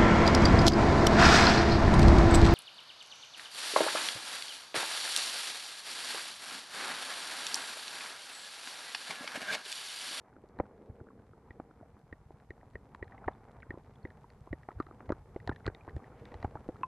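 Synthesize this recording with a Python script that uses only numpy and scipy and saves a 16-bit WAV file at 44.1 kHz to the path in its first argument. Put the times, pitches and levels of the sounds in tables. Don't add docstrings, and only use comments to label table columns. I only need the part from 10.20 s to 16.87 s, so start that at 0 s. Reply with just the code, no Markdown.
import sys
import numpy as np
from scipy import signal
from scipy.fft import rfft, irfft, next_fast_len
from scipy.io import wavfile
from scipy.ndimage import uniform_filter1d, map_coordinates

SR = 44100
rng = np.random.default_rng(int(sys.argv[2]) if len(sys.argv) > 2 else 0)


def unload_audio(sound):
    columns = np.transpose(np.atleast_2d(sound))
    steps = np.round(np.clip(columns, -1, 1) * 32767)
    wavfile.write(sys.argv[1], SR, steps.astype(np.int16))


N = 294147

# (time [s], mount level [dB], bright level [dB])
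TICK_EVENTS = [(.388, -43.5, -55.5), (1.3068, -44.5, -69), (1.9268, -39.5, -66), (2.2, -59, -69),
               (2.3054, -39.5, -62), (2.4114, -56, -82), (2.535, -64, -73), (2.5547, -37, -67.5),
               (2.7477, -46, -59), (2.8265, -34.5, -64), (2.844, -58, -65), (2.879, -52, -70),
               (2.9213, -47.5, -75), (2.979, -49, -80), (3.079, -32, -63), (3.4026, -58, -66),
               (3.429, -46.5, -85), (3.5058, -33, -63), (3.8516, -38.5, -66), (3.873, -57, -72),
               (3.9037, -50, -67), (4.102, -54, -58.5), (4.3287, -35, -62.5), (4.4326, -50.5, -69),
               (4.5152, -53, -83), (4.6006, -42, -52.5), (4.625, -55, -63), (4.6661, -55, -68),
               (4.8924, -43.5, -52.5), (4.9211, -55, -50), (5.1616, -47.5, -68), (5.201, -49, -67),
               (5.275, -36.5, -37.5), (5.2945, -45, -48.5), (5.3221, -48, -72), (5.361, -47, -53.5),
               (5.446, -50.5, -67), (5.456, -44.5, -61), (5.465, -38.5, -36), (5.4776, -33.5, -47),
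               (5.5478, -48.5, -58), (5.6945, -47.5, -62), (5.765, -50.5, -59.5), (5.8422, -49.5, -73),
               (6.0543, -49, -52), (6.1195, -50, -68), (6.142, -47.5, -52), (6.2273, -41, -51.5),
               (6.5679, -57, -70), (6.633, -49, -60.5)]
SHELL_HZ, SHELL_T60_S, MOUNT_HZ, MOUNT_T60_S = 336.3, 0.021, 1891, 0.024


def amp(db):
    return 10 ** (np.asarray(db) / 20)


def unit(x):
    return x / np.sqrt(np.mean(x ** 2) + 1e-20)


def wash(depth_db, rate):
    noise, knots = rng.standard_normal(N), rng.standard_normal(int(N * rate / SR) + 4)
    return noise * amp(depth_db * map_coordinates(knots, [np.arange(N) * rate / SR]))


def grit(rate, spread_db):
    chance, polarity, size = rng.random((3, N))
    return unit((chance < rate / SR) * np.sign(polarity - .5) * amp(spread_db * size ** 2))


def coloured(x, points):
    m = next_fast_len(N + 8192)
    point_hz, db = np.transpose(points)
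    gain = amp(np.interp(np.log(np.fft.rfftfreq(m, 1 / SR) + 1), np.log(point_hz), db))
    return unit(irfft(rfft(x, m) * gain, m)[..., :N])


def muffled(x, hz):
    return signal.sosfilt(signal.butter(4, hz, fs=SR, output="sos"), x)


def rings(s, db, hz, t60, rise, rough):
    t = np.arange(SR // 12) / SR
    s, db, hz, t60, rough = (np.broadcast_to(v, np.shape(s))[:, None] for v in (s, db, hz, t60, rough))
    envelope = amp(-60 * t / np.clip(t60, .002, .1)) * (1 - np.exp(-t * hz / rise))
    envelope /= envelope.max(axis=1, keepdims=True)
    steps = uniform_filter1d(rng.standard_normal((len(s), len(t))), size=9, axis=1)
    drift = rough * np.sqrt(hz / SR) * np.cumsum(steps, axis=1)
    modes = amp(db) * envelope * np.sin(2 * np.pi * hz * t + drift)
    at = np.round(s * SR).astype(int) + np.arange(len(t))
    return np.bincount(at.ravel(), modes.ravel(), N + SR)[:N]


def scattered(count, db, spread_db, low_hz, high_hz):
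    when, size, pitch = rng.random((count, 3)).T
    return .1 + when * (N / SR - .2), db + spread_db * (2 * size - 1), low_hz * (high_hz / low_hz) ** pitch


def amplifier_hiss(sand):
    # (frequency [Hz], relative level [dB])
    spectrum = [(200, 7.5), (1000, 2), (3000, -3.5), (9400, -8.5), (12500, -10), (12800, -26.5),
                (14000, -37)]
    start_db, creep_db_per_s = -81.7, 1.0
    common = coloured(wash(1.3, 39) + 0.4 * sand, spectrum)
    separate = coloured(rng.standard_normal((2, N)), spectrum)
    return (0.368 * common + 0.93 * separate) * amp(start_db + creep_db_per_s * np.arange(N) / SR)


def current(sand):
    # (time [s], rumble level [dB], gurgle level [dB], babble level [dB])
    flow = [(0.0, -71, -66, -70), (0.43, -63.5, -58.5, -63.5), (0.61, -63, -59, -67.5),
            (1.13, -64, -63, -70.5), (1.39, -63, -61.5, -67), (1.88, -64.5, -67.5, -69.5),
            (2.75, -61, -64, -67), (2.99, -57, -60, -60.5), (4.1, -62.5, -65.5, -68),
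            (4.44, -57.5, -68, -66), (4.79, -58, -60.5, -63.5), (5.05, -55.5, -62, -66),
            (5.37, -54.5, -58.5, -64), (5.74, -59.5, -59.5, -61.5), (6.26, -55.5, -57.5, -62.5),
            (6.67, -57, -59, -65)]
    # (frequency [Hz], relative level [dB])
    rumble_spectrum = [(12, -33.5), (25, -3.5), (54, 8), (104, 6.5), (160, 6), (400, -120)]
    gurgle_spectrum = [(40, -120), (200, 4.5), (334, -5), (472, 0), (600, -13), (2000, -120)]
    babble_spectrum = [(200, -120), (580, -5), (780, 0.5), (1100, -6.5), (1820, -15.5), (2300, -20),
                       (2930, -40.5), (9000, -120)]
    fizz_spectrum = [(700, -120), (2500, -0.5), (4000, -4.5), (6000, -14.5), (14000, -43)]
    t = np.arange(N) / SR
    flow_s, *levels = np.transpose(flow)
    rumble_db, gurgle_db, babble_db = (np.interp(t, flow_s, db) for db in levels)
    swish_db = 4 * np.exp(-((t - 6.12) / 0.11) ** 2)
    fizz_db = -89.5 + 0.89 * (rumble_db + 57.5) + swish_db
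    patter = grit(rate=200, spread_db=18)
    rumble = coloured(wash(1.8, 18), rumble_spectrum) * amp(rumble_db)
    gurgle = coloured(wash(3.1, 30) + 0.91 * patter, gurgle_spectrum) * amp(gurgle_db)
    babble = coloured(wash(2.03, 40) + 0.66 * patter + .5 * sand, babble_spectrum) * amp(babble_db)
    fizz = coloured(wash(1.1, 30) + 0.44 * patter + 2 * sand, fizz_spectrum) * amp(fizz_db)
    return rumble + gurgle + babble + fizz


def surges():
    # (peak time [s], half length [s], frequency [Hz], filter bandwidth [Hz], rms level at peak [dB])
    swells = [(0.69, 0.23, 460, 198, -59.5), (1.25, 0.069, 900, 300, -66.5), (3.0, 0.19, 800, 300, -61),
              (6.103, 0.21, 1700, 1470, -68), (6.15, 0.22, 480, 300, -58)]
    out, t = np.zeros(N), np.arange(N) / SR
    for s, half_s, hz, width_hz, db in swells:
        resonator = signal.iirpeak(hz, hz / width_hz, SR)
        band = signal.lfilter(*resonator, wash(3.5, 35))
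        band = signal.lfilter(*resonator, band)
        out += unit(band) * amp(db) * np.exp(-((t - s) / half_s) ** 2)
    return out


def plinks():
    # (time [s], frequency [Hz], level [dB], t60 [s])
    tones = [(3.134, 3550, -67.5, .025), (3.423, 2250, -49.5, 0.018), (3.756, 3370, -63.5, 0.017),
             (3.83, 4350, -66, 0.022), (5.322, 1750, -47.5, 0.051), (5.548, 3680, -50, 0.014),
             (5.609, 2430, -55, 0.026), (6.632, 2610, -40, 0.034)]
    s, hz, db, t60 = np.transpose(tones)
    return rings(s, db, hz, t60, rise=0.94, rough=0.055)


def snaps():
    # (time [s], level of the upper band [dB])
    grains = [(0.757, -72), (1.6841, -71), (1.7924, -70), (2.7492, -62), (3.902, -71), (4.0106, -72),
              (4.2594, -70), (5.7636, -60), (6.2442, -63)]
    faint_s, faint_db, faint_hz = scattered(16, db=-72, spread_db=7, low_hz=7000, high_hz=9000)
    sand_s, sand_db = np.transpose(grains)
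    tick_s, _, bright_db = np.transpose(TICK_EVENTS)
    s = np.r_[sand_s, tick_s, faint_s]
    high_db = np.r_[sand_db, bright_db - 13, faint_db]
    low_db = np.r_[sand_db + 3, bright_db + 2, faint_db + 3]
    high_hz = np.r_[np.full(len(s) - len(faint_s), 7870), faint_hz]
    high = rings(s, high_db, high_hz, t60=0.002, rise=0.42, rough=1.1)
    low = rings(s, low_db, hz=3060, t60=0.004, rise=0.2, rough=2.07)
    return high + muffled(low, hz=6250)


def thumps():
    # (peak time [s], envelope level [dB], frequency [Hz])
    jolts = [(.405, -31, 93), (.702, -37, 101), (.816, -40.5, 103), (1.309, -44.5, 75), (1.627, -49.5, 109),
             (1.928, -43.5, 67.5), (2.066, -46.5, 96), (2.146, -46, 121), (2.306, -41.5, 76),
             (2.555, -40, 70.4), (2.825, -36, 77.6), (3.077, -33, 70), (3.501, -36, 89), (3.541, -44, 109),
             (3.848, -35, 84), (4.217, -44, 103), (4.317, -33, 80), (4.337, -38.5, 79), (4.573, -36, 76),
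             (4.603, -38.5, 87), (4.892, -34.5, 80), (4.926, -34.5, 82), (5.165, -48, 116),
             (5.213, -45, 95), (5.276, -35, 80), (5.299, -27, 94), (5.327, -43, 105), (5.465, -33.5, 82),
             (5.484, -27.5, 95), (5.685, -45.5, 92), (5.738, -42.5, 85), (5.753, -33, 93), (5.768, -29, 85),
             (6.02, -41.5, 102), (6.159, -38, 77), (6.203, -44, 85), (6.252, -27, 90.5), (6.356, -39, 100),
             (6.495, -40, 94), (6.548, -43, 111)]
    faint = scattered(22, db=-49.5, spread_db=3, low_hz=73.5, high_hz=121.5)
    out, t = np.zeros(N + SR), np.arange(-SR // 25, SR // 25) / SR
    for s, db, hz in np.vstack([jolts, np.transpose(faint)]):
        swing = np.exp(-(t * hz / 0.59) ** 2) * np.cos(2 * np.pi * hz * t + 0.86)
        out[round(s * SR) - SR // 25:][:len(t)] += amp(db) * swing
    return out[:N]


def mount_ticks(pebble_s, pebble_db):
    s, mount_db, bright_db = np.transpose(TICK_EVENTS)
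    together = np.abs(s[:, None] - pebble_s) < .002
    pressing_db = np.where(together, pebble_db, -120).max(axis=1)
    weakness_db = np.clip(-45 - mount_db, 0, None)
    damping = np.clip(np.maximum((pressing_db - mount_db + 4.5) / 14, weakness_db / 8), 0, 1)
    mount = rings(s, mount_db, MOUNT_HZ, MOUNT_T60_S * (1 - .5 * damping), rise=1, rough=.28 + .5 * damping)
    bright = rings(s, bright_db, hz=3970, t60=0.0087, rise=0.35, rough=0.65)
    alone = ~together.any(axis=1)
    thud_db = (mount_db + 1.5 - 3 * weakness_db)[alone]
    shell = rings(s[alone], thud_db, SHELL_HZ, SHELL_T60_S, rise=0.18, rough=1)
    panel = rings(s[alone], thud_db - 18, hz=527, t60=0.069, rise=0.65, rough=1.8)
    return muffled(shell, 960) + muffled(panel, 1700) + muffled(mount, 2580) + muffled(bright, 4950)


def pebble_knocks():
    # (time [s], frequency [Hz], ring level [dB], t60 [s], thud level [dB])
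    strikes = [(.1647, 1380, -49, 0.011, -45), (.2387, 604, -52, .045, -41),
               (.388, 830, -38.5, .031, -36.5), (.3993, 537, -19, .026, -25.5), (.697, 600, -57, .015, -44),
               (.811, 600, -51, 0.017, -40), (.8685, 1310, -52.5, 0.013, -50),
               (.8868, 1540, -48.5, .011, -48), (.991, 1410, -57, .011, -60),
               (1.3992, 710, -30.5, 0.0097, -35), (1.51, 1310, -50.5, .013, -49),
               (1.6106, 960, -51, 0.018, -46), (1.6289, 673, -44.5, 0.031, -54),
               (2.1055, 850, -45, 0.01, -41.5), (2.4308, 680, -44.5, 0.0072, -52),
               (2.7479, 930, -37.5, .011, -49), (3.0422, 1330, -41, 0.02, -71.5),
               (3.0818, 724, -20.5, 0.023, -33), (3.429, 1520, -44, 0.023, -65),
               (3.5405, 1010, -52.5, 0.061, -38.5), (3.5745, 485, -44.5, .02, -39.5),
               (3.8519, 508, -42, 0.048, -31.5), (4.0422, 957, -46.5, 0.029, -55),
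               (4.2729, 1010, -47.5, 0.031, -44), (4.3289, 543, -41, 0.037, -25.5),
               (4.4869, 748, -30, 0.018, -57), (4.506, 1305, -43.5, 0.021, -63),
               (4.5152, 930, -47, 0.028, -46.5), (4.6009, 1255, -28, 0.041, -22.5),
               (4.6668, 1300, -46.5, .025, -44), (4.7106, 1190, -43.5, 0.014, -42),
               (4.8048, 1400, -38.5, 0.014, -43), (4.8924, 760, -35, 0.032, -38),
               (4.9026, 600, -24.5, 0.023, -25.5), (4.9207, 1240, -31, 0.031, -25),
               (5.1612, 560, -37.5, 0.035, -27.5), (5.275, 825, -31, 0.031, -35),
               (5.2925, 1350, -26.5, 0.025, -23), (5.314, 796, -35, 0.024, -42),
               (5.4565, 1430, -42, 0.034, -56), (5.465, 855, -28.5, 0.019, -35),
               (5.4776, 1465, -31, 0.032, -23.5), (5.4995, 590, -35.5, 0.0071, -44),
               (5.6775, 840, -36, .015, -38), (5.6865, 1350, -38, 0.011, -49),
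               (5.765, 544, -52, 0.017, -34), (6.1203, 970, -45, 0.02, -40), (6.141, 840, -41, 0.022, -59),
               (6.2278, 725, -36.5, 0.019, -55), (6.245, 900, -25.5, 0.031, -26.5),
               (6.354, 870, -34, 0.037, -37), (6.3713, 1300, -43, .014, -58),
               (6.4886, 500, -30.5, 0.042, -24), (6.558, 1300, -45.5, .012, -58),
               (6.612, 1325, -57, .013, -39), (6.633, 1032, -23.5, 0.053, -60)]
    faint_s, faint_db, faint_hz = scattered(24, db=-52, spread_db=3, low_hz=599, high_hz=1601)
    faint = np.transpose([faint_s, faint_hz, faint_db, np.full_like(faint_s, .013), faint_db - 0.5])
    s, hz, db, t60, thud_db = np.vstack([strikes, faint]).T
    deadness = np.clip(1.3 - t60 / 0.044, 0, 1)
    force = np.clip(1.5 + 0.2 * (db + 36), .2, 1)
    shell = rings(s, thud_db, SHELL_HZ, SHELL_T60_S, rise=0.18, rough=1)
    pebble = rings(s, db, hz, t60, rise=0.44, rough=1.9 * deadness * force)
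    mount = rings(s, db - 23.5, MOUNT_HZ, MOUNT_T60_S / 2, rise=1, rough=1)
    return muffled(shell, 960) + muffled(pebble, 1700) + muffled(mount, 2580), s, db


def scene():
    sand = grit(rate=46, spread_db=9)
    background = amplifier_hiss(sand) + current(sand) + surges()
    knocks, pebble_s, pebble_db = pebble_knocks()
    return background + plinks() + snaps() + thumps() + mount_ticks(pebble_s, pebble_db) + knocks


def record(dry):
    top_hz, m = 14110, next_fast_len(N + 8192)
    return irfft(rfft(dry, m) * (np.fft.rfftfreq(m, 1 / SR) < top_hz), m)[:, :N]


dry = scene()
out = record(dry)
unload_audio(out)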